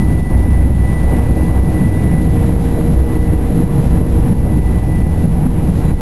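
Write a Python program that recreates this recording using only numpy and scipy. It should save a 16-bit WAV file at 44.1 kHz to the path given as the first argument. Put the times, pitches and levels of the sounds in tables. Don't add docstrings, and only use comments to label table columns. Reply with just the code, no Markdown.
import sys
import numpy as np
from scipy import signal
from scipy.fft import rfft, irfft, next_fast_len
from scipy.io import wavfile
from scipy.ndimage import uniform_filter1d

SR = 44100
rng = np.random.default_rng(int(sys.argv[2]) if len(sys.argv) > 2 else 0)


def materialize(psi):
    bounded = np.clip(np.atleast_2d(psi).T, -1, 1)
    quanta = np.round(bounded * 32767).astype(np.int16)
    wavfile.write(sys.argv[1], SR, quanta)


def volts(x):
    e = np.asarray(x, float) / 20
    return 10 ** e


N = 265029

# t/s, level/dB, spread/s
PANEL_THRUMS = [(0.471, -26, 0.059), (1.181, -23, 0.042), (1.499, -25, 0.062), (1.72, -22, 0.045),
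                (2.249, -19.5, 0.13), (2.9, -25, 0.064), (3.601, -20, 0.041), (3.8, -19.5, .08),
                (4.05, -20, 0.068), (4.3, -18.5, .05), (4.57, -23.5, 0.036), (4.85, -20, 0.056),
                (5.05, -23, 0.037), (5.251, -20, 0.042), (5.45, -20.5, 0.048), (5.75, -21.5, 0.064)]
# t/s, ring level/dB, spread/s, boom lift/dB
RUNWAY_DIPS = [(0.1, -15.5, .05, 5.5), (0.371, -15.5, 0.044, 3), (0.48, -18.5, 0.037, 3),
               (0.601, -8.5, .08, -0.5), (0.799, -10.5, 0.036, 0.5), (1.08, -15, .07, 0.5),
               (1.28, -10.5, .05, 2), (1.418, -12, 0.036, -3), (1.571, -10, 0.063, -1),
               (1.869, -16.5, .05, -0.5), (2.04, -21.5, .05, 3.5), (2.251, -18.5, 0.089, -1),
               (2.45, -16, .05, 0), (2.619, -13, .08, -3.5), (2.911, -11.5, 0.04, 2),
               (3.012, -4, .035, -2.5), (3.181, -11.5, .04, -1.5), (3.32, -15.5, .035, 3.5),
               (3.47, -14.5, 0.029, -3.5), (3.62, -20.5, 0.035, 1), (3.901, -10.5, 0.042, 0),
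               (4.049, -17, .04, 0.5), (4.18, -13.5, .05, 4.5), (4.6, -11.5, .05, -0.5),
               (4.75, -11, .05, 0.5), (4.868, -12.5, .04, -2.5), (5.05, -17.5, 0.066, 3),
               (5.301, -17.5, .06, 2), (5.6, -17, 0.1, -1), (5.921, -22, 0.036, 5)]
# t/s, drone surge/dB, gain duck/dB
GEAR_JOLTS = [(0.03, -1, 2.5), (0.135, 1.5, 2.5), (0.21, -0.5, 5), (0.471, 1.5, 1.5), (0.78, -1.5, -0.5),
              (0.944, -0.5, 3.5), (1.198, 1, 2.5), (1.601, -1, 4), (1.859, 3.5, 2), (2.16, 2.5, 1),
              (2.529, 1.5, 2.5), (2.78, 0.5, 0.5), (2.92, 2.5, 0), (3.173, -2, 5), (3.351, 2.5, 5),
              (3.636, 4, 5), (3.798, 5, -1), (3.877, 5, 2), (4.036, 3.5, 1), (4.335, 4.5, 5),
              (4.599, 4, 2.5), (4.799, -1, 4.5), (5.024, 0.5, 4), (5.272, 5, 2.6), (5.473, 3, 5.5),
              (5.699, 3, 2.5), (5.918, 1.5, 6.5)]
# f/Hz, density level/dB
BOOM_SPECTRUM = [(8, -13), (20, -6.5), (45, -2.5), (63, -3), (90, -0.5), (130, -3.5), (200, -30)]
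# f/Hz, density level/dB
DRONE_SPECTRUM = [(47, -27), (80, 1.5), (118, -5), (171, -2.5), (215, -10.5), (251, -6.5), (286, -14),
                  (316, -9), (350, -14.5), (400, -19.5), (520, -55.5), (880, -120)]
# f/Hz, width/Hz, lift/dB
CABIN_RESONANCES = [(34.76, 8, 4), (61.84, 12, 1.5), (753, 90, 4.5)]
# t/s, level/dB
BLADE_TONE = [(0.0, 9), (0.48, 10.5), (0.72, 8), (0.95, 10.5), (1.6, 3), (1.82, 8.5), (2.1, 6.5),
              (2.72, -2.5), (3.1, 5), (3.3, 4), (3.5, -3.5), (4.3, -5), (4.5, 2), (4.97, 6), (5.3, -0.5),
              (5.52, -7), (5.9, 0.5), (6.01, -1)]
# t/s, sixth order level/dB, ninth order level/dB, twice blade rate level/dB
SLOW_FAN_TONES = [(0.0, 14, 3, -36), (0.65, 19, -2.5, -16.5), (1.15, 12, 15.5, -15), (1.65, 17, 11, -18.5),
                  (1.92, 20, 8, -14.5), (2.4, 16, 16.5, -14), (2.85, 17, 17.5, -8), (3.3, 19, 16, -17),
                  (3.8, 15.5, 17.5, -12), (4.25, 15, 16, -15), (4.5, 14.5, 11, -16), (5.4, 7, 11, -18.5),
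                  (5.8, 12.5, 14, -16), (5.89, 10.5, 15.5, -5), (6.01, 3.5, 9, -20.5)]
# multiple of shaft speed, level/dB
BUZZ_SAW = [(8, 6), (12, -3), (14, -9), (17, -7), (18, -2.5), (19, -2.5), (20, -7.5), (22, -12.5),
            (24, -22), (26, -18.5), (27, -17), (29, -16), (31, -16.5), (33, -19), (35, -18), (37, -13),
            (41, -19.5), (42, -13.5), (43, -19.5), (44, -20.5), (45, -20.5), (46, -19), (47, -23),
            (48, -24), (50, -20.5), (51, -24.5), (54, -21), (56, -22.5), (64, -29), (68, -24.5)]
# f/Hz, density level/dB
ROAR_SPECTRUM = [(160, -26.5), (280, -1), (321, -2), (382, -6), (471, -10.5), (514, -7.5), (674, -14.5),
                 (754, -13.5), (822, -14.5), (1280, -26), (1840, -27.5), (2010, -26), (2110, -31.5),
                 (2300, -30.5), (5400, -41.5), (7020, -77.5), (11900, -120)]
# t/s, level/dB
WINDOW_THRUST = [(0.0, -46.5), (0.45, -43.5), (0.75, -50.5), (1.0, -44.5), (1.5, -46), (1.85, -44),
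                 (2.3, -46), (2.8, -45.5), (3.1, -44.5), (3.45, -45.5), (3.85, -43.5), (4.2, -46),
                 (4.85, -46), (5.1, -45.5), (5.4, -46.5), (5.7, -46), (6.01, -43)]

BLADES, SHAFT_HZ, CORE_HZ = 38, 52.0, 3646


def rms_one(x):
    return x / np.sqrt(np.mean(x ** 2) + 1e-20)


def in_time(rows):
    times, *columns = np.transpose(rows)
    return [np.interp(np.arange(N) / SR, times, column) for column in columns]


def swells(times, heights, spreads):
    t = np.arange(0, N + 40, 40) / SR
    total = np.zeros(len(t))
    for centre, height, spread in np.broadcast(times, heights, spreads):
        total += height * np.exp(-.5 * ((t - centre) / spread) ** 2)
    return np.interp(np.arange(N) / SR, t, total)


def drift(rate_hz):
    r = np.exp(-80 * np.pi * rate_hz / SR)
    noise = rng.standard_normal(N // 40 + 2002)
    slow = signal.lfilter([1], [1, -2 * r, r * r], noise)[2000:]
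    return np.interp(np.arange(N) / 40, np.arange(len(slow)), rms_one(slow - slow.mean()))


def turbulence(spectrum_rows, patchy_db, low_hz, high_hz):
    size = next_fast_len(N)
    hz = np.fft.rfftfreq(size, 1 / SR) + 1e-3
    octave = np.log2(hz)
    point_hz, point_db = np.transpose(spectrum_rows)
    gain = volts(np.interp(np.log(hz), np.log(point_hz), point_db))
    gain = gain / np.sqrt((1 + (low_hz / hz) ** 8) * (1 + (hz / high_hz) ** 8))
    for mode_hz, width_hz, lift_db in CABIN_RESONANCES:
        gain = gain * volts(lift_db / (1 + (2 * (hz - mode_hz) / width_hz) ** 2))
    spectrum = rfft(rng.standard_normal(size)) * gain
    total = np.zeros(N)
    for k in range(3, 14):
        share = np.cos(np.pi / 2 * np.clip(octave - k, -1, 1)) ** 2
        band = irfft(spectrum * share, size)[:N]
        total += band * volts(patchy_db * drift(7.5))
    return rms_one(total)


def wandering_tone(hz, share, rate_hz):
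    pitch = hz * (1 + share * drift(rate_hz))
    return np.sqrt(2) * np.sin(2 * np.pi * np.cumsum(pitch) / SR)


def ducking():
    recover_s = .16
    drops, r = np.zeros(N), np.exp(-1 / (recover_s * SR))
    for s, _, duck_db in GEAR_JOLTS:
        drops[int(s * SR)] = -duck_db
    return uniform_filter1d(signal.lfilter([1], [1, -r], drops), size=150)


def floor_panels():
    times, level_db, spreads = np.transpose(PANEL_THRUMS)
    return swells(times, volts(level_db), spreads) * wandering_tone(168.2, .06, 6.0)


def rocking_cabin():
    times, ring_db, spreads, lift_db = np.transpose(RUNWAY_DIPS)
    rocking = volts(-26.5) + swells(times, volts(ring_db), spreads)
    ring = volts(-3.5) * rocking * wandering_tone(63.5, .025, 2.5)
    follow_db = .15 * 20 * np.log10(rocking / rocking.mean())
    boom_db = -15.5 + follow_db + swells(times, lift_db, spreads)
    boom = turbulence(BOOM_SPECTRUM, patchy_db=1.75, low_hz=19, high_hz=100.0)
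    return ring + volts(boom_db - 0.73) * boom


def wheel_drone(duck_db):
    times, surge_db, _ = np.transpose(GEAR_JOLTS)
    lead_s, spread_s = .025, .035
    drone_db = -16.5 + .7 * duck_db + swells(times - lead_s, surge_db, spread_s)
    drone = turbulence(DRONE_SPECTRUM, patchy_db=-1.0, low_hz=100.25, high_hz=299.0)
    return volts(drone_db + 1.25) * drone


def fan(roar_db):
    sixth_db, ninth_db, twice_db = in_time(SLOW_FAN_TONES)
    blade_db = in_time(BLADE_TONE)[0]
    shaft_angle = 2 * np.pi * np.cumsum(SHAFT_HZ * (1 + .0006 * drift(1.5))) / SR

    def tone(order, db, waver_db):
        level = volts(roar_db + db + waver_db * drift(4))
        return np.sqrt(2) * level * np.sin(order * shaft_angle + rng.uniform(0, 2 * np.pi))

    buzz = sum(tone(round(order), db - 0.3, waver_db=2.5) for order, db in BUZZ_SAW)
    hum = tone(6, sixth_db, waver_db=0.87) + tone(9, ninth_db + 0.22, waver_db=1.27)
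    whine = tone(BLADES, blade_db + 1.7 * drift(25), waver_db=-1.4)
    core = tone(CORE_HZ / SHAFT_HZ, -20.5, waver_db=4.0)
    double = tone(2 * BLADES, twice_db + 0.79 * drift(25), waver_db=1.9)
    return buzz + hum + whine + core + double


def jet_roar(roar_db):
    roar = turbulence(ROAR_SPECTRUM, patchy_db=-1.25, low_hz=304.4, high_hz=9000)
    return volts(roar_db + 19.5) * roar


def scene():
    duck_db = ducking()
    roar_db = in_time(WINDOW_THRUST)[0] + duck_db
    airframe = floor_panels() + rocking_cabin() + wheel_drone(duck_db)
    return (airframe + fan(roar_db) + jet_roar(roar_db))[None]


def gain_control(x, ceiling_db, recover_db_s, attack_s):
    climb = recover_db_s * np.arange(N) / SR
    over = np.maximum(20 * np.log10(np.abs(x) + 1e-9) - ceiling_db, 0)
    held = np.maximum.accumulate(over + climb) - climb
    r = np.exp(-1 / (attack_s * SR))
    return x * volts(-signal.lfilter([1 - r], [1, -r], np.maximum(held, 0)))


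def roll_off(x):
    return signal.sosfilt(signal.butter(12, 12800, fs=SR, output="sos"), x)


def record(dry):
    offset, middle, top, step, hold = .085, 0.031, 0.69, 0.0084, 4
    x = gain_control(1.14 * dry[0], ceiling_db=-2.5, recover_db_s=60.0, attack_s=0.0035) + offset
    swing = x - middle
    x = middle + swing / (1 + np.abs(swing / top) ** 14.0) ** (1 / 10.0)
    x = step * np.round(x[::hold] / step)
    held = np.repeat(x, hold)[:N]
    low_pass = signal.cheby1(14, .5, 12450, fs=SR, output="sos")
    mix = signal.sosfilt(low_pass, held)[None]
    return roll_off(mix)


dry = scene()
out = record(dry)
materialize(out)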